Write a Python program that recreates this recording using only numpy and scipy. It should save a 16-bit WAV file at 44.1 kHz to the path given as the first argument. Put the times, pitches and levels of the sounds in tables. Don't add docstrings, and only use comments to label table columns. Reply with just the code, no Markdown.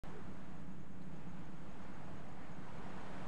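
import sys
import numpy as np
from scipy import signal
from scipy.fft import rfft, irfft, next_fast_len
from scipy.io import wavfile
from scipy.ndimage import uniform_filter1d, map_coordinates

SR = 44100
rng = np.random.default_rng(int(sys.argv[2]) if len(sys.argv) > 2 else 0)


def level_to_linear(level):
    exponent = np.asarray(level, float) / 20
    return 10 ** exponent


def transcribe(signal):
    frames = np.atleast_2d(signal).T
    limited = np.clip(frames, -1, 1)
    pcm = np.round(limited * 32767).astype(np.int16)
    wavfile.write(sys.argv[1], SR, pcm)


N = 144207


def unit(x):
    return x / np.sqrt(np.mean(x ** 2) + 1e-20)


def curve(rows):
    return np.interp(np.arange(N) / SR, *np.transpose(rows))


def wobble(rate):
    knots = rng.standard_normal(400)
    return map_coordinates(knots, [np.arange(N) * min(rate, 100) / SR])


def filtered(x, response):
    m = next_fast_len(N + 8192)
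    return irfft(rfft(x, m) * response(np.fft.rfftfreq(m, 1 / SR)), m)[:N]


def colour(points):
    f, db = np.transpose(points)
    return lambda hz: level_to_linear(np.interp(np.log(hz + 1), np.log(f + 1), db, -120, -120))


def patchy(depth_db):
    z = signal.stft(rng.standard_normal(N), nperseg=512)[2]
    field = uniform_filter1d(rng.standard_normal(z.shape), size=7, axis=0)
    field = uniform_filter1d(field, size=14, axis=1)
    return signal.istft(z * level_to_linear(depth_db * unit(field)), nperseg=512)[1][:N]


# frequency in Hz, density in dB per Hz.
HISS_COLOUR = [(3000, -6), (9000, -6), (12500, -2), (14500, -2), (16000, 3)]


def microphone_hiss():
    return level_to_linear(-98) * unit(filtered(rng.standard_normal(N), colour(HISS_COLOUR)))


# time in seconds, engine cycles per second.
ENGINE_SPEED = [(0, 15.25), (1.3, 15.25), (2.2, 15.33), (3.27, 15.35)]
ENGINE_ORDERS = [4, 8, 10, 11, 12, 12.245, 12.9, 14, 18, 20, 22]
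ENGINE_ORDERS_DB = [-70, -78, -62, -63, -66, -61, -66, -70, -67, -70, -73.5]
# time in seconds, gain in dB.
BREEZE = [(.05, 1), (.2, 1.5), (.35, 0), (.5, -2), (.65, 3), (.85, -0.5), (1.0, 1), (1.15, 2.5), (1.4, 0.5),
          (1.6, -3), (1.9, .6), (2.05, -1), (2.3, -3.5), (2.45, 0), (2.6, -3), (2.8, 0), (3.0, 0.5),
          (3.27, -0.5)]


def generator():
    fade_db, fades_per_s = 1.5, 3.69
    slip_rad, slips_per_s = 0.44, 4.2
    cycles = np.cumsum(curve(ENGINE_SPEED)) / SR
    drone = np.zeros(N)
    for order, db in zip(ENGINE_ORDERS, ENGINE_ORDERS_DB):
        level = np.sqrt(2) * level_to_linear(db + fade_db * wobble(fades_per_s))
        phase = 2 * np.pi * (order * cycles + rng.random())
        drone += level * np.sin(phase + slip_rad * wobble(slips_per_s))
    return level_to_linear(curve(BREEZE)) * drone


# centre in Hz, width in Hz, rms level in dB.
CHORUS_BANDS = [
    (6750, 480, -88.5),
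    (7200, 200, -93),
    (8300, 560, -88.5),
]


def insect_chorus():
    out = np.zeros(N)
    for centre, width, db in CHORUS_BANDS:
        band = filtered(patchy(depth_db=1.0), lambda f: np.exp(-((f - centre) / width) ** 2))
        out += level_to_linear(db) * unit(band)
    return out


def cricket(chirps, song_hz, song_db):
    stroke_gap_s, stroke_width_s = .0169, .004
    fall_hz_per_s, pitch_scatter = 12000, .007
    lead = 2000
    half = 700
    out, t = np.zeros(N + SR), np.arange(-half, half) / SR
    envelope = np.exp(-(t / stroke_width_s) ** 2 / 2)
    for s, over_db in chirps:
        for stroke, (pitch, loudness, late_ms) in enumerate(rng.standard_normal((5, 3)), -2):
            hz = song_hz * (1 + pitch_scatter * pitch)
            tone = np.sin(2 * np.pi * (hz * t - fall_hz_per_s * t * t / 2))
            size = level_to_linear(song_db + over_db + loudness / 2) * np.exp(-stroke ** 2)
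            start = round((s + stroke * stroke_gap_s + late_ms / 1000) * SR) + lead
            out[start:][:len(t)] += size * envelope * tone
    return out[lead + half:][:N]


# middle in seconds, level in dB over its song.
FAR_CHIRPS = [(.17, 0), (.28, -2), (.39, 0), (.51, -1), (.615, -1), (.722, 3), (.835, 0), (.95, -5),
              (1.06, -4), (1.175, -3), (1.285, -2), (1.395, 2), (1.51, -3), (1.618, 2), (1.73, -1),
              (1.845, -1), (1.96, 0), (2.075, -2), (2.2, -1), (2.328, 3), (2.435, -1), (2.52, 3),
              (2.63, -5), (2.74, 1), (2.848, 4), (2.96, 2), (3.07, -1), (3.18, 0)]


def far_cricket():
    return cricket(FAR_CHIRPS, song_hz=6830, song_db=-78)


# middle in seconds, level in dB over its song.
NEAR_CHIRPS = [(.102, 0), (.218, -5), (.338, -1), (.447, -1), (.573, 1), (.69, -5), (.805, 1), (.925, -2),
               (1.037, -1), (1.163, 2), (1.293, 0), (1.457, 0), (1.565, -1), (1.701, 1), (1.822, 2),
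               (1.941, 2), (2.06, 0), (2.178, 3), (2.29, 1), (2.42, -3), (2.548, 4), (2.668, -1),
               (2.785, 1), (2.9, 0), (3.012, 3), (3.135, 0), (3.258, -3)]


def near_cricket():
    return cricket(NEAR_CHIRPS, song_hz=6530, song_db=-75.5)


# start in seconds, level in dB, ring in Hz, 60 dB decay in seconds.
SAND_TICKS = [
    (.6194, -63, 8300, .006),
    (1.0243, -55, 7900, .002),
    (1.0243, -61, 5200, .002),
    (1.0243, -67, 11500, .0015),
    (1.0243, -70, 15300, .003),
    (1.72, -66, 12000, .001),
]


def sand_ticks():
    rise_s = .00012
    out, t = np.zeros(N), np.arange(3000) / SR
    for s, db, hz, t60 in SAND_TICKS:
        envelope = level_to_linear(db - 60 * t / t60) * (1 - np.exp(-t / rise_s))
        out[round(s * SR):][:len(t)] += envelope * np.sin(2 * np.pi * hz * t)
    return out


def foam():
    bubbles_per_s, middle_hz, life_cycles = 900, 914, 5.3
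    draw = rng.random((round(bubbles_per_s * N / SR), 2))
    hz = middle_hz * np.exp(0.535 * rng.standard_normal((len(draw), 1)))
    k = np.arange(700)
    cycles = k / SR * hz
    size = level_to_linear(-3 * np.log(draw[:, 1:] + 1 / 20))
    grain = size * np.sin(2 * np.pi * cycles) * cycles * np.exp(-3 * cycles / life_cycles)
    at = (draw[:, :1] * N).astype(int) + k
    return unit(np.bincount(at.ravel(), grain.ravel())[:N])


# time in seconds, surf strength in dB.
WAVE_STRENGTH = [(.05, -57.5), (.16, -59), (.3, -60), (.55, -62), (.9, -64), (1.18, -60.5), (1.55, -60.5),
                 (1.78, -59.5), (2.05, -59.5), (2.22, -59.5), (2.36, -60), (2.62, -58.5), (2.85, -56),
                 (3.03, -56.5), (3.27, -53)]
# frequency in Hz, density in dB per Hz.
WASH_COLOUR = [
    (180, -28.5),
    (330, -8.5),
    (790, -4),
    (1560, -10),
    (3140, -21),
    (5600, -31),
    (9000, -34.5),
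    (13000, -61.5),
]
# frequency in Hz, density in dB per Hz.
ROAR_COLOUR = [
    (20, -5.5),
    (60, -2.5),
    (120, -1),
    (175, -1),
    (240, -3.5),
    (330, -9),
    (600, -19),
    (1200, -53.5),
]


def surf():
    strength_db = curve(WAVE_STRENGTH)
    surge_db = .5 * wobble(4.01) + 0.34 * wobble(11)
    wash = unit(filtered(patchy(depth_db=0.09), colour(WASH_COLOUR))) + level_to_linear(-8.5) * foam()
    roar = unit(filtered(patchy(depth_db=0.7), colour(ROAR_COLOUR)))
    swing_db = strength_db - strength_db.mean()
    roar_db = -56 + 0.34 * swing_db
    return level_to_linear(strength_db + 0.08 + surge_db) * wash + level_to_linear(roar_db) * roar


# peak in seconds, rms in dB, width in seconds,
# centre in Hz, spread in octaves.
BREAKERS = [(.17, -59.5, 0.068, 400, 0.29), (.18, -62, 0.061, 1100, 0.47), (.3, -71, 0.037, 380, 0.4),
            (1.02, -76, 0.012, 4200, .1), (1.2, -71, 0.16, 550, 0.37), (1.36, -73, 0.12, 2460, 0.49),
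            (2.18, -64.5, 0.21, 750, .4), (2.4, -73.5, .2, 2000, 0.46), (2.6, -58, 0.044, 287, 0.34),
            (2.68, -63, .08, 990, 0.45), (2.83, -61, 0.09, 394, 0.43), (3.03, -60.5, 0.11, 1100, 0.51),
            (3.08, -60.5, 0.097, 400, 0.4)]


def plunging_breakers():
    t, water = np.arange(N) / SR, patchy(depth_db=4.5)
    out = np.zeros(N)
    for s, db, width, hz, spread in BREAKERS:
        boom = unit(filtered(water, lambda f: np.exp(-(np.log2((f + 1) / hz) / spread) ** 2)))
        out += level_to_linear(db) * np.exp(-((t - s) / width) ** 2) * boom
    return out


# start in seconds, level in dB, pitch in Hz, life in cycles.
AIR_POCKETS = [
    (.15, -60, 440, 14),
    (.185, -60, 385, 14),
    (2.095, -56, 660, 9),
    (2.37, -60, 750, 12),
    (2.81, -61, 400, 14),
    (2.862, -47, 720, 4),
    (3.008, -65.5, 775, 30),
    (3.06, -60, 420, 12),
]


def air_pockets():
    t, out = np.arange(N) / SR, np.zeros(N)
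    for s, db, hz, life in AIR_POCKETS:
        cycles = np.maximum(t - s, 0) * hz
        out += level_to_linear(db) * cycles * np.exp(-3 * cycles / life) * np.sin(2 * np.pi * cycles)
    return out


def scene():
    background = generator() + insect_chorus() + far_cricket()
    close = near_cricket() + sand_ticks()
    water = surf() + plunging_breakers() + air_pockets()
    return (background + close + water)[None]


def top_cut(x):
    return signal.sosfilt(signal.butter(12, 15720, fs=SR, output="sos"), x)


def record(dry):
    open_s, offset = .03625, .0129
    is_open = np.arange(N) >= open_s * SR
    return top_cut((dry + microphone_hiss() + offset) * is_open)


dry = scene()
out = record(dry)
transcribe(out)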